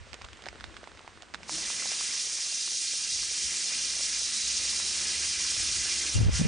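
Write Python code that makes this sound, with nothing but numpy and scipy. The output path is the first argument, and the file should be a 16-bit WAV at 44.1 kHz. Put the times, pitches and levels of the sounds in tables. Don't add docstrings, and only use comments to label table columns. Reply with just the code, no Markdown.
import sys
import numpy as np
from scipy import signal
from scipy.fft import rfft, irfft, next_fast_len
from scipy.io import wavfile

SR = 44100
rng = np.random.default_rng(int(sys.argv[2]) if len(sys.argv) > 2 else 0)


def to_linear_factor(level_db):
    exponent = np.asarray(level_db, float) / 20
    return 10 ** exponent


def generate_wav(signal):
    frames = np.transpose(np.atleast_2d(signal))
    scaled = np.clip(frames, -1, 1) * 32767
    pcm = np.round(scaled).astype(np.int16)
    wavfile.write(sys.argv[1], SR, pcm)


N = 285459
CUTOFF_HZ = 9950

# start_s, strength_db, pitch_hz, left_over_right_db
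UMBRELLA_DROPS = [(0.1313, -31, 2153, -17), (0.1424, -26, 2780, -7), (0.2144, -34.5, 1119, -7),
                  (0.2184, -29, 2174, -0.5), (0.244, -36.5, 1162, -14), (0.2477, -30.5, 3220, 0),
                  (0.2866, -35, 1500, -3), (0.3316, -32, 3014, 1), (0.3719, -36, 2980, -1),
                  (0.4219, -34.5, 3122, -6), (0.4393, -33, 1870, -6), (0.4579, -29, 1850, -5),
                  (0.4651, -30, 680, -8), (0.4706, -31.5, 784, 2), (0.4861, -24.5, 2150, -6.5),
                  (0.5284, -38, 624, -7), (0.5563, -40, 1540, 1), (0.6001, -36.5, 1593, 2),
                  (0.6084, -31.5, 1650, -12), (0.6411, -24.5, 1630, -6), (0.7427, -40, 1464, -4),
                  (0.7666, -30.5, 1470, -9), (0.7715, -34.5, 2120, -1), (0.8315, -38, 620, -7),
                  (0.8404, -34, 1500, -4), (0.8737, -33, 910, -7), (0.917, -37, 1571, -3),
                  (0.9494, -44, 586, -4), (0.9737, -36, 2000, -3), (0.9928, -37, 1270, -4),
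                  (1.077, -32, 920, -4), (1.174, -38, 1184, -3), (1.222, -28.5, 3030, -3.5),
                  (1.2312, -40.5, 666, -6), (1.339, -26, 2180, -5), (1.3448, -19.5, 1610, -7.5),
                  (1.3545, -35.5, 1540, 1), (1.4317, -29, 2270, -3), (1.4941, -25.5, 980, -6),
                  (1.582, -36, 695, -3), (1.7018, -30, 1098, -6), (1.8233, -31.5, 1290, -9),
                  (1.8566, -33, 760, -10), (1.917, -31.5, 684, -4), (2.0095, -31.5, 1120, -6),
                  (2.5234, -43.5, 689, -13), (2.6766, -35, 1230, -12.5), (3.2313, -38.5, 1300, -15),
                  (4.0064, -37, 606, -10), (4.732, -38, 1122, -6), (4.8, -31, 1291, -16),
                  (5.402, -36.5, 1130, -7), (5.565, -40.5, 585, -14)]
# time_s, wash_level_db, rumble_level_db
STREET_LEVELS = [(0.0, -54.5, -66.5), (0.75, -54, -58.5), (1.1, -56.5, -67), (1.35, -56, -59),
                 (1.6, -47.5, -54.5), (2.1, -51.5, -60), (2.4, -56, -64.5), (2.9, -76.5, -63),
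                 (3.7, -53.5, -57.5), (4.3, -57.5, -60), (5.05, -49, -53.5), (5.4, -59, -57),
                 (6.1, -50.5, -52.5), (6.47, -44, -66)]
# frequency_hz, level_db
WASH_SPECTRUM = [(240, -44), (400, -5), (544, -2.5), (769, -6), (1210, -3), (1910, -2.5), (2630, -5.5),
                 (3430, -7), (9720, -17), (12600, -44.5), (21400, -120)]
# frequency_hz, level_db
RUMBLE_SPECTRUM = [(90, -17), (150, -1.5), (220, 2), (270, -3), (350, 3), (460, -9.5), (700, -14.5)]
# frequency_hz, likeness
STREET_LIKENESS = [(60, .1), (250, .6), (520, .7), (1070, .65), (2200, .8), (4500, .93), (9300, .9)]
# time_s, level_db
BREEZE_LEVELS = [(0.0, -56.5), (0.8, -61), (1.25, -63.5), (1.55, -59.5), (2.2, -65.5), (2.6, -73),
                 (3.1, -62), (3.4, -63.5), (3.8, -66), (4.4, -61.5), (5.2, -61.5), (6.1, -55.5), (6.2, -29),
                 (6.47, -32.5)]
# frequency_hz, level_db
WIND_SPECTRUM = [(15, -37), (35, -3), (60, 5.5), (100, 1), (160, -16.5), (300, -28.5), (600, -42.5)]
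# peak_s, peak_level_db, left_over_right_db, dying_time_s
WIND_PUFFS = [(0.01, -44, -2, 0.036), (0.13, -48, -2, .04), (0.25, -50, 6, 0.021), (0.49, -58, 4, 0.046),
              (0.63, -49, 4, 0.079), (3.13, -50, -7, 0.024), (3.21, -52, -2, 0.044), (3.46, -47, -5, 0.033),
              (5.21, -52.5, 3, 0.094), (5.59, -44, 6, .12), (5.72, -46.5, 12, 0.13)]
# time_s, jet_level_db, roar_over_hiss_db
JET_LEVELS = [(1.44, -57, -18.5), (1.475, -49, -16), (1.49, -34.5, -29), (1.53, -29.5, -16),
              (1.75, -29.5, -14.5), (2.1, -28, -12.5), (2.22, -27, -22), (2.27, -29, -16),
              (2.78, -27.5, -19), (3.25, -27.5, -16.5), (4.2, -26.5, -15.5), (5.2, -26, -14.5),
              (5.9, -25.5, -13.5), (6.12, -27.5, -12), (6.47, -29, -10)]
# frequency_hz, level_db
HISS_SPECTRUM = [(1500, -30.5), (2600, -16.5), (3400, -11), (4200, -6.5), (5000, -3), (5900, -1.5),
                 (6800, -4.5), (7800, -8.5), (9300, -9), (9900, 13), (10500, -66.5)]
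# frequency_hz, level_db
ROAR_SPECTRUM = [(300, -29.5), (700, -24), (1200, -15.5), (1800, -7.5), (2400, -3), (2650, -3.5),
                 (3200, -6), (4500, -12.5)]
# frequency_hz, likeness
JET_LIKENESS = [(500, .68), (1100, .76), (2000, .9), (2900, .92), (4300, .985), (6300, .975), (9300, .94)]
# frequency_hz, strength (share of the direct sound)
ECHO_STRENGTH = [(1000, .12), (2000, .3), (2800, .42), (3500, .33), (4200, .2), (6000, .1), (9000, .08)]
# pitch_hz, level_db (before the soft start), time_to_fall_60_db_s
COCK_MODES = [(311, -33, 0.16), (150, -40, 0.16), (182, -45, 0.27)]
# time_s, pitch_hz, level_db
HUM_PATH = [(3.35, 214, -72), (3.5, 217, -64), (3.7, 219, -66), (3.8, 221, -72), (3.95, 223, -65),
            (4.4, 225, -65), (4.7, 224, -67.5), (5.0, 224, -72)]
# time_s, pitch_hz, level_db
MOTOR_PATH = [(3.8, 60.4, -63), (4.19, 62.26, -59), (4.31, 61.6, -77), (4.48, 65.8, -55),
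              (4.8, 72.17, -58.5), (5.41, 75, -57.5), (5.63, 64.1, -58), (5.8, 68.4, -65), (6.1, 71.6, -55)]
# start_s, end_s
GUST_BOUTS = [(6.152, 6.3), (6.395, 6.5)]
# middle_s, port (0 left, 1 right), strength_db, swing_hz
GUST_EDDIES = [(6.16, 0, -13, 115), (6.19, 0, -18, 135), (6.213, 0, -13, 112), (6.272, 0, -17, 110),
               (6.292, 0, -13, 88), (6.34, 0, -24, 80), (6.4, 0, -17, 140), (6.415, 0, -15, 170),
               (6.455, 0, -16, 140), (6.176, 1, -16, 120), (6.205, 1, -19, 105), (6.267, 1, -14, 100),
               (6.287, 1, -13, 95), (6.415, 1, -13, 175), (6.458, 1, -14, 165)]


def rms_one(x):
    return x / np.sqrt(np.mean(x ** 2) + 1e-20)


def in_time(rows):
    s, *columns = np.transpose(rows)
    return [np.interp(np.arange(N) / SR, s, c) for c in columns]


def fade(rows, edge_s):
    t = np.arange(N) / SR
    return np.clip(np.minimum(t - rows[0][0], rows[-1][0] - t) / edge_s + 1, 0, 1)


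def at_hz(points, hz):
    point_hz, value = np.transpose(points)
    return np.interp(np.log(hz), np.log(point_hz + 1), value)


def panned(x, pan_db):
    return x * to_linear_factor([pan_db / 2, -pan_db / 2]).reshape(2, -1)


def drift(rate):
    r = np.exp(-80 * np.pi * rate / SR)
    noise = rng.standard_normal(N // 40 + 2002)
    slow = signal.lfilter([1], [1, -2 * r, r * r], noise)[2000:]
    return np.interp(np.arange(N) / 40, np.arange(len(slow)), rms_one(slow - slow.mean()))


def coloured_noise(spectrum, likeness, shared_db, own_db, rate):
    size = next_fast_len(N)
    hz = np.arange(size // 2 + 1) * SR / size + 1
    mid, side = rfft(rng.standard_normal((2, size))) * to_linear_factor(at_hz(spectrum, hz))
    alike = np.clip(at_hz(likeness, hz), -1, 1)
    pair = np.sqrt(1 + alike) * mid + np.sqrt(1 - alike) * side * [[1], [-1]]
    place = 2 * np.log2(hz)
    together = drift(rate)
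    first = int(2 * np.log2(spectrum[0][0]))
    last = int(2 * np.log2(min(spectrum[-1][0], CUTOFF_HZ))) + 1
    out = 0
    for k in range(first, last + 1):
        window = np.cos(np.pi / 2 * np.clip(place - k, -1, 1)) ** 2
        flicker = to_linear_factor(shared_db * together + own_db * drift(rate))
        out = out + irfft(pair * window, size)[:, :N] * flicker
    return rms_one(out)


def wind():
    rise_s = .025
    t = np.arange(N) / SR
    breeze_db, = in_time(BREEZE_LEVELS)
    sway_db = 3.5 + 5 * drift(6)
    power = panned(to_linear_factor(breeze_db + 1.2 * drift(9)), sway_db) ** 2
    for s, peak_db, pan_db, dying_s in WIND_PUFFS:
        below_db = 10 * np.maximum((s - t) / rise_s, (t - s) / dying_s)
        power = power + panned(to_linear_factor(peak_db - below_db), pan_db) ** 2
    noise = coloured_noise(WIND_SPECTRUM, [(20, .1), (600, .1)], shared_db=1.1, own_db=1.1, rate=9)
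    return np.sqrt(power) * noise


def street():
    wash_db, rumble_db = in_time(STREET_LEVELS)
    wash = coloured_noise(WASH_SPECTRUM, STREET_LIKENESS, shared_db=.4, own_db=.6, rate=12)
    rumble = coloured_noise(RUMBLE_SPECTRUM, STREET_LIKENESS, shared_db=0.3, own_db=1.1, rate=6.0)
    return to_linear_factor(wash_db) * panned(wash, pan_db=-3.0) + to_linear_factor(rumble_db) * panned(rumble, pan_db=0.5)


def ring(clicks, hz, t60):
    r, w = to_linear_factor(-60 / (t60 * SR)), 2 * np.pi * hz / SR
    return signal.lfilter([0, np.sin(w)], [1, -2 * r * np.cos(w), r * r], clicks + 1e-18)


def patter():
    drops_per_s, level_db, pan_db = 160, -53.5, 2
    sizes = to_linear_factor(4.7 * np.minimum(rng.exponential(1, N), 3.5)) * rng.choice([-1, 1], N)
    born = rng.random(N) < drops_per_s * to_linear_factor(3.1 * drift(8)) / SR
    pitches, dealt = np.geomspace(450, 6000, 14), rng.integers(0, 14, N)
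    taps = sum(ring(sizes * born * (dealt == k), hz, 4.7 / hz) for k, hz in enumerate(pitches))
    return panned(to_linear_factor(level_db) * taps, pan_db)


def drops():
    cloth_cycles = 6.0
    overtone, overtone_db = 2.3, -5
    out, t = np.zeros((2, N + 2000)), np.arange(1500) / SR
    dull = signal.butter(2, 4500, fs=SR, output="sos")
    chance = signal.sosfilt(dull, rng.standard_normal((len(UMBRELLA_DROPS), 3, 1500)))
    for (s, strength_db, hz, pan_db), noise in zip(UMBRELLA_DROPS, chance):
        swing = np.sin(2 * np.pi * hz * t)
        swing = swing + to_linear_factor(overtone_db) * np.sin(2 * np.pi * overtone * hz * t)
        onset = np.minimum(2 * t * hz, 1)
        cloth = swing * onset * to_linear_factor(-60 * (t * hz - .5) / cloth_cycles)
        tick = 0.5 * noise[0] * to_linear_factor(-60 * t / 0.003)
        splatter = 0.28 * (noise[0] + .5 * noise[1:]) * to_linear_factor(-60 * t / 0.041)
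        at = round(s * SR)
        out[:, at:at + 1500] += panned(to_linear_factor(strength_db) * (cloth + tick + splatter), pan_db)
    no_bass = signal.butter(2, 220, "high", fs=SR, output="sos")
    return signal.sosfilt(no_bass, out[:, :N])


def ground_echo(x):
    lag_s, phase_turns = .00263, .33
    size = next_fast_len(N + 2000)
    hz = np.arange(size // 2 + 1) * SR / size + 1
    echo = at_hz(ECHO_STRENGTH, hz) * np.exp(-2j * np.pi * (hz * lag_s - phase_turns))
    return x + irfft(rfft(x, size) * echo, size)[:, :N] * to_linear_factor(1.2 * drift(1.5))


def scattered(x):
    lags_s, copy_db = [.0044, .0079, .0131, .0178, .0221], -18
    late = (np.roll(x, round(lag * SR), axis=1) * drift(4.4) for lag in lags_s)
    return x + to_linear_factor(copy_db) * sum(late)


def sinking():
    sink_db_per_s, recover_db_per_s, lead_s = 108, 420, .008
    t = np.arange(N) / SR
    sunk_db = 0
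    for start, end in GUST_BOUTS:
        slide = sink_db_per_s * (t - start + lead_s)
        climb = sink_db_per_s * (end - start + lead_s) - recover_db_per_s * (t - end)
        sunk_db = sunk_db + np.maximum(np.minimum(slide, climb), 0)
    return sunk_db


def steam():
    roar_sinks = .45
    jet_db, roar_db = in_time(JET_LEVELS)
    sunk_db = sinking()
    hiss = coloured_noise(HISS_SPECTRUM, JET_LIKENESS, shared_db=0.58, own_db=1.03, rate=31)
    roar = coloured_noise(ROAR_SPECTRUM, JET_LIKENESS, shared_db=0.9, own_db=2.0, rate=16.4)
    direct = np.vstack([panned(hiss, pan_db=-1.3), to_linear_factor(roar_db) * panned(roar, pan_db=-2.2)])
    jet = scattered(ground_echo(direct))
    hiss, roar = jet[:2], jet[2:]
    together = np.std(hiss + roar)
    level = fade(JET_LEVELS, 0.018) * to_linear_factor(jet_db) / together
    return level * (to_linear_factor(-sunk_db) * hiss + to_linear_factor(-roar_sinks * sunk_db) * roar)


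def valve():
    start_s = 1.513
    t = np.maximum(np.arange(N) / SR - start_s, 0)
    swell = 1 - np.exp(-t / 0.021)
    return sum(to_linear_factor(level_db - 60 * t / t60) * swell * np.sin(2 * np.pi * hz * t)
               for hz, level_db, t60 in COCK_MODES)


def drone(rows, waver):
    hz, level_db = in_time(rows)
    turns = np.cumsum(hz * (1 + waver * drift(4.3))) / SR
    tone = np.sqrt(2) * np.sin(2 * np.pi * turns)
    return panned(fade(rows, .1) * to_linear_factor(level_db) * tone, pan_db=2.5)


def edge_tone():
    start_s, end_s, level_db = 4.3, 4.85, -47
    pitch_hz, width_hz = 3950, 160
    r, w = np.exp(-np.pi * width_hz / SR), 2 * np.pi * pitch_hz / SR
    resonance = [1, 0, -1.7, 1, -2 * r * np.cos(w), r * r]
    narrow = signal.sosfilt([resonance] * 2, rng.standard_normal(N))
    return to_linear_factor(level_db + 2.0 * drift(3.9)) * fade([[start_s], [end_s]], .25) * rms_one(narrow)


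def gust():
    half_length = 1.4
    bout_db, bout_edge_s = -25, .008
    rasp_hz, rasp_db = (180, 650), -23
    t, out = np.arange(N) / SR, []
    bouts = sum(fade([[start], [end]], bout_edge_s) for start, end in GUST_BOUTS)
    band = signal.butter(2, rasp_hz, "band", fs=SR, output="sos")
    rasp = to_linear_factor(rasp_db) * rms_one(signal.sosfilt(band, rng.standard_normal((2, N))))
    for port in range(2):
        s, _, strength_db, hz = np.transpose([row for row in GUST_EDDIES if row[1] == port])
        swells = np.cos(np.pi / 2 * np.clip((t[-SR:, None] - s) * hz / half_length, -1, 1)) ** 2
        power = (bouts * to_linear_factor(bout_db + 2.0 * drift(27))) ** 2
        power[-SR:] += swells ** 2 @ to_linear_factor(2 * strength_db)
        turns = np.cumsum(np.interp(t, s, hz)) / SR + rng.random()
        phase = 2 * np.pi * turns + 0.7 * drift(45)
        swing = np.sin(phase) + .12 * np.cos(2 * phase + drift(20))
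        swing = swing + 0.064 * np.sin(3 * phase) + 0.027 * np.sin(5 * phase)
        out.append(np.sqrt(power) * (swing + rasp[port]))
    out = np.array(out)
    return .9 * (out - .12 * out[::-1])


def whistle():
    start_s, end_s, pitch_hz, peak_db = 6.34, 6.38, 1400, -49
    t = np.arange(N) / SR
    note = np.sin(2 * np.pi * pitch_hz * t + 1.0 * drift(30))
    return to_linear_factor(peak_db) * fade([[start_s], [end_s]], 0.013) * note


def scene():
    rain = street() + drops() + patter()
    road = drone(MOTOR_PATH, waver=.006) + drone(HUM_PATH, waver=0.0041)
    engine = steam() + valve() + whistle() + edge_tone()
    return engine + rain + road + wind() + gust()


def top_cut(x):
    return signal.sosfilt(signal.butter(12, 9870, fs=SR, output="sos"), x)


def record(dry):
    ceiling = .33
    rounded = ceiling * np.tanh(dry / ceiling)
    low_pass = signal.cheby2(16, 70, CUTOFF_HZ + 450, fs=SR, output="sos")
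    finished = signal.sosfilt(low_pass, rounded)
    return top_cut(finished)


dry = scene()
out = record(dry)
generate_wav(out)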